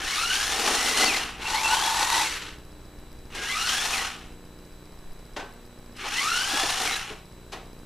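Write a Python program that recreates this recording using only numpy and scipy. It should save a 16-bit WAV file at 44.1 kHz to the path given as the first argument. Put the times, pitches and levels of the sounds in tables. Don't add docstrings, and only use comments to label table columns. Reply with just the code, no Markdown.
import sys
import numpy as np
from scipy import signal
from scipy.fft import rfft, irfft, next_fast_len
from scipy.io import wavfile
from scipy.ndimage import uniform_filter1d

SR = 44100
rng = np.random.default_rng(int(sys.argv[2]) if len(sys.argv) > 2 else 0)


def voltage_ratio(decibels):
    exponent = np.asarray(decibels, float) / 20
    return 10 ** exponent


def to_wav(sig):
    pcm = np.clip(np.atleast_2d(sig), -1, 1) * 32767
    pcm = np.round(pcm).astype(np.int16)
    wavfile.write(sys.argv[1], SR, pcm.T)


N = 346185

# gears bite [s], power off [s], top tooth mesh [Hz], spin-up time [s],
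# whine level [dB].
BURSTS = [
    (-.063, 1.075, 2144, 0.38, 0),
    (1.407, 2.21, 2110, 0.32, -4),
    (3.351, 3.93, 2099, .31, -0.1),
    (6.039, 6.85, 1868, .26, 1),
]
# time [s], level [dB].
GRIND = [
    [(0.0, -34.5), (.178, -29.5), (.66, -27), (.95, -26.5), (1.01, -25), (1.12, -26), (1.286, -33.5),
     (1.372, -44), (1.4, -45)],
    [(1.38, -45), (1.43, -32), (1.465, -31.5), (1.59, -30), (1.7, -28.5), (2.22, -27), (2.374, -32),
     (2.5, -39.5), (2.65, -64)],
    [(3.3, -50), (3.34, -40.5), (3.352, -38), (3.42, -35), (3.658, -29), (3.93, -28.5), (4.04, -30),
     (4.16, -38.5), (4.34, -57)],
    [(5.94, -61), (5.99, -38), (6.07, -31.5), (6.184, -30.5), (6.5, -30), (6.6, -28), (6.95, -30.5),
     (7.132, -40), (7.25, -60)],
]
MESH_ORDERS = [1, 2, 4 / 3, 3, 4]
# frequency [Hz], level [dB per Hz].
COLOUR_BACK = [(88, -51), (150, -25), (248, 7.5), (571, -9.5), (778, -8.5), (963, -5), (1530, 1), (2210, 1),
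               (3200, -1), (4900, -11), (5500, -5.5), (9460, -18), (15400, -22)]
COLOUR_AHEAD = [(88, -44), (150, -28), (204, -40), (234, -43), (352, -22.5), (654, -21.5), (874, -1.5),
                (1060, -7), (1590, -6), (2640, -5), (9100, -13.5), (11500, -22.5), (15400, -18)]
# centre [Hz], width [Hz], lift [dB].
SHELL_BACK = [(268, 48, -7.5), (460, 79, 8.5), (780, 167, 11), (1278, 160, 4.5), (1464, 45, 4.5),
              (1815, 360, 1), (2825, 740, 5), (4190, 54, 7), (4600, 340, 4), (5550, 770, 3),
              (6660, 270, 3.5), (9300, 540, 7), (10970, 450, 2.5)]
SHELL_AHEAD = [(300, 110, 10.5), (880, 19, 8), (1487, 30, 7.5), (1790, 100, 2.5), (2700, 71, 5),
               (3640, 110, -2), (5000, 170, -6), (5700, 450, 3), (8300, 160, -14), (10000, 350, 1.5),
               (11300, 400, 11.5)]
MAST = [(300, 14, -0.5), (516, 64, -6), (754, 140, 3.5), (1140, 120, 0.5), (1490, 120, -4.5),
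        (2760, 230, 2), (3660, 350, 2), (6060, 170, 3)]
# tooth mesh [Hz], mesh tone [dB], its octave [dB above the grind].
WHINE_BACK = [(550, -17, -25), (750, -22, -8.5), (1000, -13, 0.5), (1160, -5.5, -1.5), (1280, 0, -3),
              (1550, -0.5, -2.5), (1740, -4.5, -8.5), (1880, -9, -14), (1990, -1.5, -18), (2080, -2.5, -11)]
WHINE_AHEAD = [(500, -18, -22), (810, -23, -10), (1084, -15, 12), (1300, -16, -11), (1440, 5.5, 5),
               (1680, -5.5, 1.5), (1850, 2, -8), (1920, .5, -4)]
# time [s], half width [s], drone lift [dB], rumble lift [dB].
JOINTS = [(.01, 0.084, 7, 10), (.33, 0.1, -1, 2.5), (1.39, 0.029, 3, 12), (.66, 0.16, 10, 13.5),
          (1.04, 0.21, 6.5, 13), (3.4, 0.064, 4, 15), (3.9, 0.13, 7, 3), (6.059, 0.026, 22.5, -3),
          (6.6, 0.17, 11, 2), (6.85, 0.089, 6.5, 9), (7.11, .04, -3, 14)]
# start [s], length [s], pitch [Hz], level [dB rms].
SQUEALS = [(0, 0.048, 1740, -38.5), (0.773, 0.3, 2057, -37.5), (.94, 0.11, 4180, -32),
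           (1.049, .03, 4550, -25.5), (1.074, 0.031, 2700, -27), (1.139, 0.04, 2080, -32),
           (1.452, 0.031, 2700, -32.5), (1.628, 0.062, 2700, -26.5), (3.352, 0.19, 1627, -40),
           (3.355, 0.11, 2120, -41.5), (3.489, 0.09, 2040, -35.5), (3.466, 0.16, 4060, -50),
           (3.922, .03, 2510, -31.5), (5.365, 0.068, 1500, -41), (6.013, 0.047, 2280, -42),
           (6.574, 0.063, 3430, -36), (6.89, 0.062, 2160, -38), (6.909, 0.064, 3930, -34)]
# start [s], peak [dB], brightness [dB per octave], loudest ring [Hz].
JOLTS = [(.518, -18, -6, 780), (.578, -32, -7, 780), (.633, -26, -4, 784), (.672, -11.5, -5, 830),
         (.911, -30, -5, 780), (.993, -15, -1, 780), (1.059, -17, -1, 4540), (1.159, -16, -2, 4230),
         (3.845, -19, 1, 880), (4.015, -25, -7, 907), (5.96, -39, 5, 5000), (6.035, -35, -11, 800),
         (6.531, -23.5, -25, 300), (6.59, -18, -2, 5300), (6.627, -16.5, -7.5, 830), (6.862, -25, -4, 720),
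         (6.955, -21, 1, 2780)]
# start [s], peak [dB], brightness [dB per octave], loudest ring [Hz],
# rattle t60 [s].
SETTLING = [
    (1.028, -16.5, -12, 318, 0.13),
    (1.046, -25.5, -20, 780, 0.35),
    (3.345, -26, -2.5, 1595, 0.11),
    (3.371, -37, -6, 2150, 0.4),
    (5.361, -22.5, -8.5, 561, .26),
    (5.392, -25.5, -9, 1530, 0.4),
    (7.103, -29.5, -18, 433, 0.19),
    (7.517, -30.5, -3, 1550, 0.066),
    (7.524, -26.5, -7, 452, 0.39),
]
# frequency [Hz], t60 [s].
ROOM = [(200, 0.13), (1000, 0.87), (4000, 0.32), (12000, 0.26)]
# frequency [Hz], then left-right likeness [0 to 1], left's lead [radians]
# or left minus right [dB].
TOY_SAME = [(200, .98), (1000, .975), (2000, .992), (3500, .992), (5500, .82), (8000, .42), (11000, .15),
            (15000, .02)]
LEFT_LEAD = [(100, 0), (4000, -.04), (7200, -.4), (9000, -1), (15000, -1.2)]
LEFT_DB = [(100, 0), (300, 1.5), (700, 2), (1300, 1), (2400, 0), (5000, 2.5), (9000, 2), (15000, -1)]
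FOCUS_EXTRA = [0.257, .5195, .7849, 1.0508, 1.322, 1.451, 1.7207, 1.9897, 2.525, 2.6509, 3.189, 3.3205,
               3.5943, 4.26, 4.652, 4.921, 5.1916, 5.335, 5.8605, 6.124, 6.257, 6.392, 6.655, 6.922, 7.1883,
               7.3237, 7.7307]
# time into the frame [ms], step [thousandths].
FRAME_STEPS = [(3.7, 10), (11.6, 4), (12.8, -9), (24.3, 9), (25.3, -13), (30, -5)]
# pitch [Hz], level [dB rms].
WHISTLES = [(3933.2, -65), (7866.4, -69), (11799.6, -88)]
# frequency [Hz], level [dB per Hz].
HISS = [(8.8, -43), (15, 4), (250, -20.5), (297, -17.5), (670, -23), (3030, -31.5), (4040, -32),
        (4410, -32.5), (7220, -36), (7880, -36), (15400, -37.5)]
# frequency [Hz], likeness [0 to 1].
HISS_SAME = [(60, .975), (600, .92), (3000, .75), (7000, .35), (15000, .05)]

CREEP_HZ, RUNNING_HZ = 398.7, 970
SPIN_DOWN_S, LET_GO_S, LONGEST_S = .31, 0.019, 1.42
LOW_BACK, LOW_AHEAD = (-13, 0.97, -20), (1.5, -38, -14)
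JOLT_T60 = 0.12
FIELD_HZ, FRAME_HZ = 59.826, 29.97


def evened(x):
    return x / np.sqrt(np.mean(x ** 2) + 1e-20)


def read(points, hz):
    f, value = np.transpose(points)
    return np.interp(np.log(hz + 1), np.log(f + 1), value)


def add(mix, s, sound):
    part = mix[round(s * SR):][:len(sound)]
    part += sound[:len(part)]


def shaped(x, gain):
    size = next_fast_len(x.shape[-1])
    return irfft(rfft(x, size) * gain(np.fft.rfftfreq(size, 1 / SR)), size)[..., :x.shape[-1]]


def drift(size, hz):
    return evened(shaped(rng.standard_normal(size), lambda f: 1 / (1 + (f / hz) ** 2)))


def ring(modes, hz):
    return voltage_ratio(sum(db / (1 + (2 * (hz - centre) / width) ** 2) for centre, width, db in modes))


def tail(longer=1):
    hz, t, z = signal.stft(rng.standard_normal(SR // 2), SR, nperseg=256)
    decay = voltage_ratio(-60 * t / (longer * read(ROOM, hz)[:, None]))
    x = signal.istft(z * decay, SR, nperseg=256)[1]
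    return x / np.linalg.norm(x)


def burst(press, grind_points, colour, shell, low, radiated):
    t, driven_hz, mesh_hz, grind_db, coasting = motor(press, grind_points)
    slow = np.clip(1.6 - mesh_hz / 1500, 0, 1)
    out = voltage_ratio(-8 - 6 * slow) * pings(len(t))
    out += grind(t, driven_hz, coasting, slow, colour, shell, low)
    tone = whine(mesh_hz, coasting, slow, press[-1], shell, radiated)
    out += .95 * tone + .3 * signal.oaconvolve(tone, tail(longer=.2))[:len(t)]
    return t[0], voltage_ratio(grind_db - 3.5) * out * signal.windows.tukey(len(t), .003)


def motor(press, grind_points):
    bite, off, top_hz, spin_up, _ = press
    s, db = np.transpose(grind_points)
    t = s[0] + np.arange(0, LONGEST_S, 1 / SR)
    coasting = np.maximum(t - off, 0)
    short_of_top = (top_hz - CREEP_HZ) * np.exp((bite - t + coasting) / spin_up)
    driven_hz = np.maximum(top_hz - short_of_top, CREEP_HZ)
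    mesh_hz = driven_hz * np.exp(-coasting / SPIN_DOWN_S)
    grind_db = np.interp(t, s, db) - 1000 * np.maximum(t - s[-1], 0)
    return t, driven_hz, mesh_hz, grind_db, coasting


def grind(t, driven_hz, coasting, slow, colour, shell, low):
    size = len(t)
    hits = voltage_ratio(3 * np.minimum(rng.exponential(1, size), 4)) * (rng.random(size) < 1500 / SR)
    chatter = hits * rng.choice([-1, 1], size)
    scrape = 1.05 * rng.standard_normal(size) + 0.46 * evened(chatter)
    scrape *= voltage_ratio(1.03 * drift(size, 9.2) + 1.76 * drift(size, 102.0))
    body = shaped(scrape, lambda f: voltage_ratio(read(colour, f)) * ring(shell, f))

    creep = np.clip((RUNNING_HZ - driven_hz) / (RUNNING_HZ - CREEP_HZ), 0, 1)
    fizz_db = 0.5 - 9.5 * creep - np.minimum(36 * coasting, 11)
    top_db = 4.6 + 2.05 * slow
    drone_lift, rumble_lift = sum(np.outer(lift, np.exp(-((t - s) / width) ** 2)) for s, width, *lift in JOINTS)
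    drone, coast_change, rumble = low
    drone_db = drone + coast_change * np.minimum(coasting / SPIN_DOWN_S * 2, 1) - 13.5 * creep + drone_lift
    bands = [(1050, 4000, 0), (4000, 8500, fizz_db - 1), (8500, 16000, fizz_db - top_db),
             (600, 1050, drone_db), (200, 600, rumble + rumble_lift)]
    out = 0
    for lo, hi, db in bands:
        band = shaped(body, lambda f: ((1 + (lo / (f + 1)) ** 16) * (1 + (f / hi) ** 16)) ** -.5)
        out = out + voltage_ratio(db) * evened(band)
    return out


def whine(mesh_hz, coasting, slow, press_db, shell, radiated):
    size = len(mesh_hz)
    free = np.minimum(coasting / LET_GO_S, 1)
    hz, *columns = np.transpose(radiated)
    tone_db = []
    for column in columns:
        loaded_db = np.interp(mesh_hz, hz, column) + press_db
        tone_db.append((1 - free) * loaded_db + free * -19)
    loose_fade = np.clip(106 * (coasting - LET_GO_S), 0, 25)
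    tone_db.append(2 - 40 * (1 - free) - loose_fade)
    tone_db += [tone_db[1] - 12 + 9 * slow, tone_db[1] - 15 + 10 * slow]
    out = 0
    for order, db in zip(MESH_ORDERS, tone_db):
        wobble = .024 * order ** .3 * drift(size, 130)
        turns = np.cumsum(order * mesh_hz * (1 + wobble)) / SR
        out = out + voltage_ratio(db + 1.5 + 4 * drift(size, 90)) * np.sin(2 * np.pi * turns)
    return shaped(out, lambda f: ring(shell, f) * voltage_ratio(-2.5))


def pings(size):
    out, t = np.zeros(size), np.arange(900) / SR
    for hz, decay in zip(np.geomspace(1100, 7500, 24), rng.uniform(0.0041, 0.007, 24)):
        hits = voltage_ratio(3.0 * np.minimum(rng.exponential(1, size), 3)) * (rng.random(size) < 9 / SR)
        ping = np.sin(2 * np.pi * hz * t) * t * np.exp(-t / decay) / decay
        out += signal.oaconvolve(hits, ping)[:size]
    return evened(out)


def squeals():
    out = np.zeros(N)
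    for s, length, hz, db in SQUEALS:
        size = round(length * SR)
        turns = np.cumsum(hz * (1 + .012 * drift(size, 120))) / SR
        level = voltage_ratio(db + 1.5 + 3.5 * drift(size, 80))
        add(out, s, level * np.sin(2 * np.pi * turns) * signal.windows.tukey(size, .5))
    return out


def knocks():
    out, t = np.zeros(N), np.arange(SR // 2) / SR
    events = [(*jolt, JOLT_T60) for jolt in JOLTS] + list(SETTLING)
    for s, db, slope_db, hz, t60 in events:
        modes = list(MAST) + [(hz, .04 * hz, 15)]

        def colour(f):
            tilt = voltage_ratio(slope_db * np.log2(f / 1500 + 0.64))
            return ring(modes, f) * tilt / (1 + (260 / (f + 1)) ** 6) / (1 + (f / 8000) ** 3)

        rattle = shaped(rng.standard_normal(len(t)), colour) * voltage_ratio(-60 * t / t60)
        jolt = shaped(rng.standard_normal(len(t)), lambda f: colour(f) * np.sqrt(f / 1000 + 1))
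        jolt *= voltage_ratio(-60 * t / 0.093)
        sound = (rattle + 1.2 * jolt) * np.minimum(t / .008, 1) ** 1.5
        add(out, s, voltage_ratio(db) * sound / abs(sound).max())
    return out + voltage_ratio(-15.0) * signal.oaconvolve(out, tail())[:N]


def likeness(points, f):
    same = np.clip(read(points, f), 0, 1)
    return same, np.sqrt(1 - same ** 2)


def ports(x):
    other = signal.oaconvolve(x, tail(longer=.5))[:N]
    right = shaped(x, lambda f: likeness(TOY_SAME, f)[0] * np.exp(-1j * read(LEFT_LEAD, f)))
    right += shaped(other, lambda f: likeness(TOY_SAME, f)[1])
    left = shaped(x, lambda f: voltage_ratio(read(LEFT_DB, f) / 2))
    return np.array([left, shaped(right, lambda f: voltage_ratio(-read(LEFT_DB, f) / 2))])


def focus():
    out, t = np.zeros(N), np.arange(4000) / SR
    tones = np.sin(2 * np.pi * (5600 - 250000 * t) * t) + 0.52 * np.sin(2 * np.pi * 10500 * t)
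    chirp = tones * np.interp(t, [0, .0005, .0017, .0021], [0, 1, 1, 0])
    current = np.interp(t, [0, .0018, .018, .031], [0, 1.17, 0.92, 0.24])
    sag = signal.lfilter([1, -1], [1, -np.exp(-1 / (0.014 * SR))], current)
    beat = np.arange(.05, N / SR, 4 / FRAME_HZ)
    beat = beat[(beat < 7.35) | (beat > 7.6)]
    steps = np.append(beat + .002 * rng.standard_normal(len(beat)), FOCUS_EXTRA)
    for s, (late, db) in zip(steps, rng.standard_normal((len(steps), 2))):
        add(out, s, voltage_ratio(-50.0) * chirp + voltage_ratio(-39.0) * sag)
        scratch = rng.standard_normal(49) * np.hanning(49)
        add(out, s + .012 + .001 * late, voltage_ratio(-51 + 3 * db) * scratch)
    return out


def handling():
    t = np.arange(N) / SR - 5.095
    return voltage_ratio(-35.5) * np.sin(2 * np.pi * 10.0 * t) * np.exp(-(t / 0.082) ** 2)


def buzz():
    ms = np.arange(N) * 1000 / SR
    dips = -1. 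* (abs((ms - 11.2 + 4) % (1000 / FIELD_HZ) - 4) < .75)
    steps = sum(size * np.exp(-((ms - at) % (1000 / FRAME_HZ)) / 1.86) for at, size in FRAME_STEPS)
    steps += 1.85 * np.cos(2 * np.pi * FRAME_HZ * (ms - 1.5) / 1000)
    both = voltage_ratio(-41.0) * (dips - dips.mean()) + voltage_ratio(-61.0) * (steps - steps.mean())
    return uniform_filter1d(both * voltage_ratio(1.2 * drift(N, 44.0)), size=8)


def hiss():
    a, b = shaped(rng.standard_normal((2, N)), lambda f: voltage_ratio(read(HISS, f)))
    right = shaped(a, lambda f: likeness(HISS_SAME, f)[0]) + shaped(b, lambda f: likeness(HISS_SAME, f)[1])
    t = np.arange(N) / SR
    whistles = sum(voltage_ratio(db) * np.sqrt(2) * np.sin(2 * np.pi * hz * t) for hz, db in WHISTLES)
    return voltage_ratio(-49) * evened(np.array([a, right])) + whistles


def scene():
    toy = knocks()
    back = (COLOUR_BACK, SHELL_BACK, LOW_BACK, WHINE_BACK)
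    ahead = (COLOUR_AHEAD, SHELL_AHEAD, LOW_AHEAD, WHINE_AHEAD)
    for press, grind_points, gear in zip(BURSTS, GRIND, [back, ahead, back, back]):
        add(toy, *burst(press, grind_points, *gear))
    toy = shaped(toy + squeals(), lambda f: 1 / (1 + (f / 14300) ** 12))
    return ports(toy) + buzz() + focus() + handling() + hiss()


def roll_off(x):
    return signal.sosfilt(signal.butter(12, 15500, fs=SR, output="sos"), x)


def record(dry):
    limited = shaped(dry, lambda f: 1 / (1 + (f / 15300) ** 200))
    return roll_off(limited)


dry = scene()
out = record(dry)
to_wav(out)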